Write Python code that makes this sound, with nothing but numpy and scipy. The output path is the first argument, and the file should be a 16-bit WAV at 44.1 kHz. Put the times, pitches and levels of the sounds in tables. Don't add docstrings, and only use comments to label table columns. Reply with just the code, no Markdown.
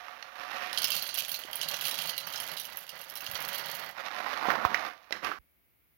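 import sys
import numpy as np
from scipy import signal
from scipy.fft import rfft, irfft
from scipy.io import wavfile

SR = 44100
rng = np.random.default_rng(int(sys.argv[2]) if len(sys.argv) > 2 else 0)


def store_wav(level_fs):
    pcm = np.round(np.clip(np.atleast_2d(level_fs), -1, 1) * 32767)
    wavfile.write(sys.argv[1], SR, pcm.T.astype(np.int16))


N = 263277
T = np.arange(N) / SR
HIT_T = T[:SR // 5]

# time in seconds, level in dB.
TILT_LEVELS = [(0, -49.5), (0.18, -52), (0.27, -53.5), (0.35, -49), (0.42, -44.5), (0.52, -42),
               (0.64, -39.5), (0.76, -44.5)]
# time in seconds, bass in dB, treble in dB.
TILT_TONE = [(.32, -23.5, -5), (0.431, -21.5, -4.5), (.7, -20, -1.5)]
# frequency in Hz, level in dB.
BAG_COLOUR = [(30, -25), (65, -20), (140, -19), (270, -9), (420, -10.5), (700, 3), (1300, 4.5),
              (2100, -2.5), (5500, -15), (8130, -35.5), (12000, -21.5), (16000, -32)]
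# pitch in Hz, width in Hz, level in dB.
HOLLOW_TONES = [(194.6, 28, 0), (553, 40, 4.5), (725.5, 15, 7.5), (1151, 45, 1.5), (1856, 24, 1)]
# start in seconds, level in dB, pitch in Hz, crack's share in dB.
BAG_SNAPS = [(0.083, -42, 1200, -6), (0.2258, -41.5, 2840, 12), (3.995, -72, 2500, 12),
             (4.062, -42, 2500, 14), (4.427, -35, 1100, -20), (4.455, -29.5, 980, -29),
             (4.472, -35.5, 960, -9), (4.485, -29, 810, -12), (4.503, -23.5, 1510, -17.5),
             (4.555, -30.5, 1070, -14.5), (4.6503, -20, 1094, -20.5), (4.745, -22.5, 1960, -9),
             (5.108, -40.5, 643, -2), (5.1247, -33.5, 2040, 9), (5.246, -35, 2184, 10),
             (5.316, -32.5, 1281, -27)]
# frequency in Hz, level in dB.
FILM_COLOUR = [(60, -31), (250, -4), (2000, 9.5), (4000, 6.5), (5800, 2), (7000, -10.5), (8300, -23),
               (11500, -8.5), (16000, -28)]
# frequency in Hz, level in dB.
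SLIDE_COLOUR = [(40, -21.5), (70, -15.5), (250, -11), (420, -12.5), (600, -1.5), (1200, -1.5), (2000, 0),
                (5500, -16), (8000, -36), (16000, -16)]
# frequency in Hz, level in dB.
CLICK_COLOUR = [(150, -15.5), (450, -18), (1000, -13), (2200, -2), (3000, 7.5), (4400, -2), (5800, -0.5),
                (7000, -4), (8200, -10.5), (9600, -3.5), (12000, 8.5), (16000, 1.5)]
# pitch in Hz, level in dB, seconds to fade by 60 dB.
BOWL_TONES = [(2845, -2.5, 0.066), (3191, -0.5, 0.04), (3950, -6.5, 0.08), (4266, -5.5, 0.051),
              (4470, 1.5, 0.038), (4800, -4.5, 0.057), (5120, -9, 0.05), (5320, -13, 0.055),
              (6130, -4.5, 0.067), (9540, 5, 0.051), (10500, -5, 0.075)]
# start in seconds, level of the lower clack in dB, level of the high tick in dB, ping in Hz.
BEAN_LANDINGS = [(.73, -36, -44, 4120), (.775, -27, -48, 3120), (0.785, -33, -39, 4900),
                 (0.819, -33, -36, 4500), (0.8305, -33, -47, 4470), (0.843, -26.5, -30.5, 5360),
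                 (0.8511, -38, -46, 2820), (0.9039, -31.5, -32.5, 3310), (.919, -30, -40, 2710),
                 (0.9523, -38, -36, 4338), (.965, -34, -35, 4140), (1.024, -36.5, -36, 4435),
                 (1.0745, -52, -41.5, 4382), (1.09, -36, -47, 4338), (1.143, -40, -36, 3300),
                 (1.175, -38, -37, 2960), (1.1863, -34, -32.5, 3200), (1.282, -44.5, -41, 2930),
                 (1.293, -40, -37.5, 3250), (1.317, -38, -34, 4403), (1.343, -34, -39, 4300),
                 (1.391, -50, -42, 2950), (1.437, -41, -60, 3219), (1.513, -53, -47, 2810),
                 (1.531, -36.5, -42, 3197), (1.5555, -55, -34, 2939), (1.614, -31, -44, 3000),
                 (1.632, -34.5, -50, 4070), (1.687, -33.5, -36, 4425), (1.742, -33.5, -44, 3380),
                 (1.8105, -36.5, -38, 3070), (1.853, -32.5, -35.5, 2760), (1.8662, -42, -37, 2863),
                 (1.893, -47, -38, 3908), (1.912, -34.5, -39, 3950), (1.988, -34.5, -41, 3100),
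                 (2.022, -38, -42, 3200), (2.073, -44, -40, 4295), (2.0951, -33.5, -37.5, 4270),
                 (2.1791, -33, -35.5, 3830), (2.271, -46, -40.5, 2840), (2.337, -39, -48, 2980),
                 (2.359, -36, -50, 5500), (2.3777, -41, -51, 3197), (2.401, -37.5, -37, 3230),
                 (2.516, -41, -43, 2820), (2.5717, -36.5, -51, 3972), (2.598, -39, -38.5, 3983),
                 (2.652, -44, -44, 2885), (2.7717, -50, -36.5, 2616), (2.892, -41.5, -47.5, 2917),
                 (3.014, -46.5, -45, 2853), (3.099, -49, -43.5, 5050), (3.155, -44, -41.5, 5540),
                 (3.172, -44, -43, 3994), (3.2062, -43.5, -44, 2799), (3.2645, -37, -44.5, 3330),
                 (3.3135, -43, -39, 2767), (3.3533, -34.5, -56, 4430), (3.405, -44, -43, 2750),
                 (3.48, -55, -40.5, 3316), (3.583, -44, -40, 2870)]
# time in seconds, level in dB.
FLOW_LEVELS = [(0.74, -50), (0.84, -49), (0.95, -41), (1.05, -48), (1.2, -40.5), (1.27, -51.5),
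               (1.37, -48.5), (1.49, -62), (1.66, -42), (1.78, -48.5), (1.88, -41.5), (2.12, -46),
               (2.23, -51), (2.55, -49.5), (2.84, -58.5), (3.14, -57.5), (3.3, -54), (3.52, -45),
               (3.8, -51), (3.93, -62)]
# time in seconds, level in dB.
SLIDE_LEVELS = [(0.76, -44), (1.1, -49.5), (1.27, -53), (1.7, -46), (2.0, -45.5), (2.22, -49), (2.5, -45),
                (2.63, -54.5), (2.77, -48.5), (2.87, -59.5), (2.93, -52.5), (3.13, -51), (3.34, -48),
                (3.365, -41), (3.85, -46), (3.93, -50)]
# pitch in Hz, width in Hz, level in dB.
HOUSING_TONES = [(168.5, 19, -5), (564, 22.6, -3), (745, 64, -9), (1160, 55, -7)]
# start in seconds, level in dB, pitch in Hz.
SOFT_BUMPS = [(1.449, -42, 350), (3.288, -49, 110), (3.333, -48, 91), (4.484, -30, 235),
              (4.651, -34.5, 85.2), (4.718, -38, 249), (5.39, -56.5, 55)]
# time in seconds, level in dB.
TIP_BACK_LEVELS = [(3.95, -52.5), (4.0, -40), (4.035, -47), (4.07, -36.5), (4.11, -42), (4.22, -40.5),
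                   (4.27, -37.5), (4.38, -33.5), (4.44, -38.5), (4.51, -35), (4.69, -39), (4.77, -36),
                   (4.87, -40.5), (4.95, -58.5), (5.1, -58.5)]
# start in seconds, hold in seconds, level in dB.
COUNTER_BRUSHES = [(5.111, 0.049, -39.5), (5.222, 0.092, -35.5)]
# pitch in Hz, level in dB, seconds to fade by 60 dB.
CLINK_TONES = [(2030, -2, 0.047), (3960, 1, 0.019), (5300, -1, 0.017)]
# frequency in Hz, level in dB.
LEFT_COLOUR = [(60, -38), (170, -24), (600, -53.5), (1500, -62.5), (2400, -32.5), (4000, -52),
               (7000, -45.5), (9500, -30), (16000, -30.5)]
# frequency in Hz, level in dB.
HISS_COLOUR = [(30, -22.5), (43, -9.5), (64, 3), (77, -4.5), (324, -10.5), (1020, -18), (2240, -17.5),
               (8060, -32.5), (11900, -15.5), (15500, -13)]


def undb(db):
    return 10 ** (np.asarray(db) / 20)


def rms(x):
    return np.sqrt(np.mean(x ** 2))


def band(x, lo_hz, hi_hz, order=3):
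    sos = signal.butter(order, [lo_hz, min(hi_hz, SR / 2 - 1)], "band", fs=SR, output="sos")
    return signal.sosfilt(sos, x)


def resonate(x, hz, width_hz):
    return signal.lfilter(*signal.iirpeak(hz, hz / width_hz, fs=SR), x)


def colour(x, points, size=2048):
    hz, db = np.transpose(points)
    bin_hz = np.arange(size // 2 + 1) * SR / size + 1
    log_gain = np.log(undb(np.interp(np.log(bin_hz), np.log(hz), db)))
    cepstrum = irfft(log_gain)
    cepstrum[1:size // 2] *= 2
    cepstrum[size // 2 + 1:] = 0
    return signal.fftconvolve(x, irfft(np.exp(rfft(cepstrum))))[:len(x)]


def fade(t60):
    return np.exp(-np.log(1000) * HIT_T / t60)


def burst(t60):
    return rng.standard_normal(len(HIT_T)) * fade(t60)


def add(out, start_s, x):
    i = max(int(start_s * SR), 0)
    out[i:i + len(x)] += x[:N - i]


def unit_band(x, lo_hz, hi_hz):
    return x / rms(band(x, lo_hz, hi_hz))


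def unit_hit(x):
    return x / rms(x[:265])


def gain_curve(table):
    s, db = np.transpose(table)
    outside_s = np.maximum(np.maximum(s[0] - T, T - s[-1]), 0)
    return undb(np.interp(T, s, db)) * np.exp(-outside_s * 100)


def wander(per_s):
    steps = rng.standard_normal(len(HIT_T))
    return np.interp(T * per_s, np.arange(len(steps)), steps)


def contacts(per_s, spread_db):
    x = np.zeros(N)
    at = np.flatnonzero(rng.random(N) < per_s / SR)
    size = undb(spread_db * np.minimum(rng.exponential(size=len(HIT_T)), 4))
    x[at] = np.resize(rng.choice([-1, 1], len(size)) * size, len(at))
    return x / rms(x)


def rattle(per_s, spread_db, response, places=6):
    return sum(signal.oaconvolve(contacts(per_s / places, spread_db), response())[:N]
               for _ in range(places))


def whir(hz=2200, width_hz=240, db=-81.5):
    x = resonate(rng.standard_normal((2, N)), hz, width_hz)
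    return undb(db) * x / rms(x)


def rustle(crisp_db, weight_db, per_s, spread_db, hollow_db, crumple_db=2.5):
    taps = colour(rattle(per_s, spread_db, lambda: burst(t60=0.011), places=16), BAG_COLOUR)
    hollow = sum(undb(db) * resonate(taps, hz, width) for hz, width, db in HOLLOW_TONES)
    x = taps + undb(hollow_db) * hollow
    body = unit_band(band(x, 430, 1750), 500, 1600)
    crisp = unit_band(band(x, 1750, 20000), 1900, 6500)
    weight = unit_band(band(x, 30, 430), 100, 400)
    crumples = undb(crumple_db * wander(per_s=30))
    return crumples * (body + undb(crisp_db) * crisp + undb(weight_db) * weight)


def tilt():
    s, weight_db, crisp_db = np.transpose(TILT_TONE)
    x = rustle(np.interp(T, s, crisp_db), np.interp(T, s, weight_db),
               per_s=2400, spread_db=2.5, hollow_db=1.5, crumple_db=1.5)
    return gain_curve(TILT_LEVELS) * x


def snaps(tock_t60=0.0068, shudder_db=-4, shudder_width=0.41, beans_db=-13):
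    out = np.zeros(N)
    for s, db, hz, crack_db in BAG_SNAPS:
        tock = np.sin(2 * np.pi * hz * HIT_T) * (fade(tock_t60) - fade(tock_t60 / 4))
        tock = unit_hit(band(tock, hz / 4, 20000, order=1))
        noise = rng.standard_normal(len(HIT_T))
        shudder = band(noise, hz / (1 + shudder_width), hz * (1 + shudder_width / 2), order=2)
        shudder = shudder / rms(shudder) * fade(t60=0.076)
        crack = unit_hit(colour(burst(t60=0.022), FILM_COLOUR))
        beans = unit_hit(colour(burst(t60=0.12), SLIDE_COLOUR))
        snap = tock + undb(shudder_db) * shudder + undb(crack_db) * crack + undb(beans_db) * beans
        add(out, s, undb(db) * unit_hit(snap))
    return out


def click(cup_db=-10, cup_spread_db=3, tail_db=-31):
    crack, cup, tail = burst(t60=0.011), burst(t60=0.075), burst(t60=0.24)
    cup_gain = undb(cup_db + cup_spread_db * rng.standard_normal())
    return unit_hit(colour(crack + cup_gain * cup + undb(tail_db) * tail, CLICK_COLOUR))


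def bean(ping_hz, width_hz=260, tones_db=1, contact_db=-10):
    crack = click()
    contact = unit_hit(colour(burst(t60=0.0024), CLICK_COLOUR))
    low = sum(resonate(crack, hz, width_hz) for hz in (ping_hz, rng.uniform(4150, 5850)))
    high = sum(resonate(crack, hz, 2 * width_hz) for hz in rng.uniform(10000, 15900, size=2))
    return undb(contact_db) * contact + crack + undb(tones_db) * unit_hit(low + high)


def bowl_ring(ping_hz=1, favour_db=0, favour_width=0.044, detune=0.026):
    hz, db, t60 = np.transpose(BOWL_TONES)[:, :, None]
    strength, shift = rng.standard_normal((2, len(BOWL_TONES), 1))
    near = np.exp(-(np.log(hz / ping_hz) / favour_width) ** 2)
    size = (1 - near) * strength * undb(db) + near * undb(favour_db)
    tones = np.sin(2 * np.pi * hz * (1 + detune * shift) * HIT_T)
    return unit_hit(np.sum(size * tones * fade(t60), axis=0))


def landings(clack_gain_db=-0.5, tick_gain_db=1, ring_db=-2, cushion=0.82, hop_db=-10):
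    out = np.zeros(N)
    for s, clack_db, tick_db, hz in BEAN_LANDINGS:
        steel_gain = undb(ring_db + cushion * min(clack_db - tick_db, 0))
        for hop in range(3):
            hit = bean(hz) + steel_gain * bowl_ring(hz, favour_db=8)
            clack = undb(clack_db + clack_gain_db) * unit_hit(band(hit, 60, 8000))
            tick = undb(tick_db + tick_gain_db) * unit_hit(band(hit, 8000, 20000))
            add(out, s, undb(hop_db * np.sqrt(hop)) * (clack + tick))
            s += rng.uniform(0.0053, 0.019)
    return out


def pour(bounce_db=-3, tick_db=-7, tick_rise_db_per_s=2.65, slide_db=-1.5, ring_db=1, housing_db=17):
    flow, sliding = gain_curve(FLOW_LEVELS), gain_curve(SLIDE_LEVELS)
    cracks = rattle(per_s=65, spread_db=2, response=click, places=16)
    clacks = unit_band(band(cracks, 100, 8000), 2600, 6500)
    ticks = unit_band(band(cracks, 9000, 19000), 9000, 16000)
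    tick_gain = undb(tick_db + tick_rise_db_per_s * (T - FLOW_LEVELS[0][0]))
    steel = rattle(per_s=130, spread_db=0.5, response=bowl_ring, places=16)
    steel = unit_band(band(steel, 2000, 7000), 2600, 6500)
    bounces = undb(bounce_db) * (clacks + undb(ring_db) * steel)
    scrapes = rattle(per_s=900, spread_db=4, response=lambda: burst(t60=0.05), places=12)
    slide = undb(slide_db) * sliding * unit_band(colour(scrapes, SLIDE_COLOUR), 500, 2200)
    knocks = contacts(per_s=300, spread_db=4.5) * np.sqrt(flow * sliding) * undb(housing_db)
    housing = sum(undb(db) * resonate(knocks, hz, width) for hz, width, db in HOUSING_TONES)
    return flow * (bounces + tick_gain * ticks) + slide + housing


def bumps(swings=2.6):
    out = np.zeros(N)
    for s, db, hz in SOFT_BUMPS:
        thud = np.sin(2 * np.pi * hz * HIT_T) * fade(swings / hz)
        thud = band(thud, hz / 1.26, 3 * hz, order=2)
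        add(out, s, undb(db) * thud / np.abs(thud).max())
    return out


def tip_back(gain_db=-1.5, crinkle_db=-11, slump_s=4.606, slump_width_s=0.2, muffle_db=-7.5):
    slump = np.exp(-((T - slump_s) / slump_width_s) ** 2)
    beans = rustle(crisp_db=-5.5 + muffle_db * slump, weight_db=-20 + 2 * slump,
                   per_s=1700, spread_db=2, hollow_db=-6.5)
    creases = rattle(per_s=45, spread_db=2, response=lambda: burst(t60=0.008))
    crinkle = colour(creases, FILM_COLOUR) * undb(4 * wander(per_s=20))
    crinkle = undb(crinkle_db + muffle_db * slump) * crinkle / rms(crinkle)
    return undb(gain_db) * gain_curve(TIP_BACK_LEVELS) * (beans + crinkle)


def drag(start_s=4.49, db=-45, fall_db_per_s=90):
    scrape = band(contacts(per_s=400, spread_db=3), 170, 330, order=2)
    return (T > start_s) * undb(db - fall_db_per_s * np.abs(T - start_s)) * scrape / rms(scrape)


def set_down(gain_db=-4, rise_s=0.014, fall_db_per_s=252):
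    push = np.zeros(N)
    for s, hold_s, db in COUNTER_BRUSHES:
        rise = np.clip((T - s) / rise_s, 0, 1)
        push += rise * undb(db - fall_db_per_s * np.maximum(T - s - hold_s, 0))
    beans = rustle(crisp_db=-7, weight_db=-12.5, per_s=2300, spread_db=0, hollow_db=-4.5, crumple_db=-3)
    return undb(gain_db) * push * beans


def clink(start_s=5.1247, gain_db=-32.5):
    out = np.zeros(N)
    ring = sum(undb(db) * np.sin(2 * np.pi * hz * HIT_T) * fade(t60) for hz, db, t60 in CLINK_TONES)
    add(out, start_s, undb(gain_db) * unit_hit(ring))
    return out


def kitchen(x, echo_db=-14, t60=0.43):
    t = T[:SR // 2]
    tail = rng.standard_normal(len(t)) * np.exp(-np.log(1000) * t / t60) * (t > 0.005)
    tail = band(tail, 170, 9700, order=1)
    return x + undb(echo_db) * signal.fftconvolve(x, tail / np.linalg.norm(tail))[:N]


def scene(break_off_s=5.387):
    bag_and_beans = tilt() + pour() + landings() + tip_back() + drag() + set_down() + snaps() + clink()
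    right = kitchen(bag_and_beans) * (T < break_off_s) + bumps()
    scatter = burst(t60=0.084)
    trace = signal.fftconvolve(right, scatter / np.linalg.norm(scatter))[:N]
    left = colour(trace, LEFT_COLOUR)
    return 2 * np.array([left, right]) + whir()


def record(dry, hiss_db=-71, top_hz=15900):
    hiss = np.array([colour(rng.standard_normal(N), HISS_COLOUR) for _ in dry])
    low_pass = signal.ellip(10, 0.2, 80, top_hz, fs=SR, output="sos")
    hiss = undb(hiss_db) * hiss / rms(signal.sosfilt(low_pass, hiss))
    return signal.sosfilt(low_pass, dry + hiss)


dry = scene()
out = record(dry)
store_wav(out)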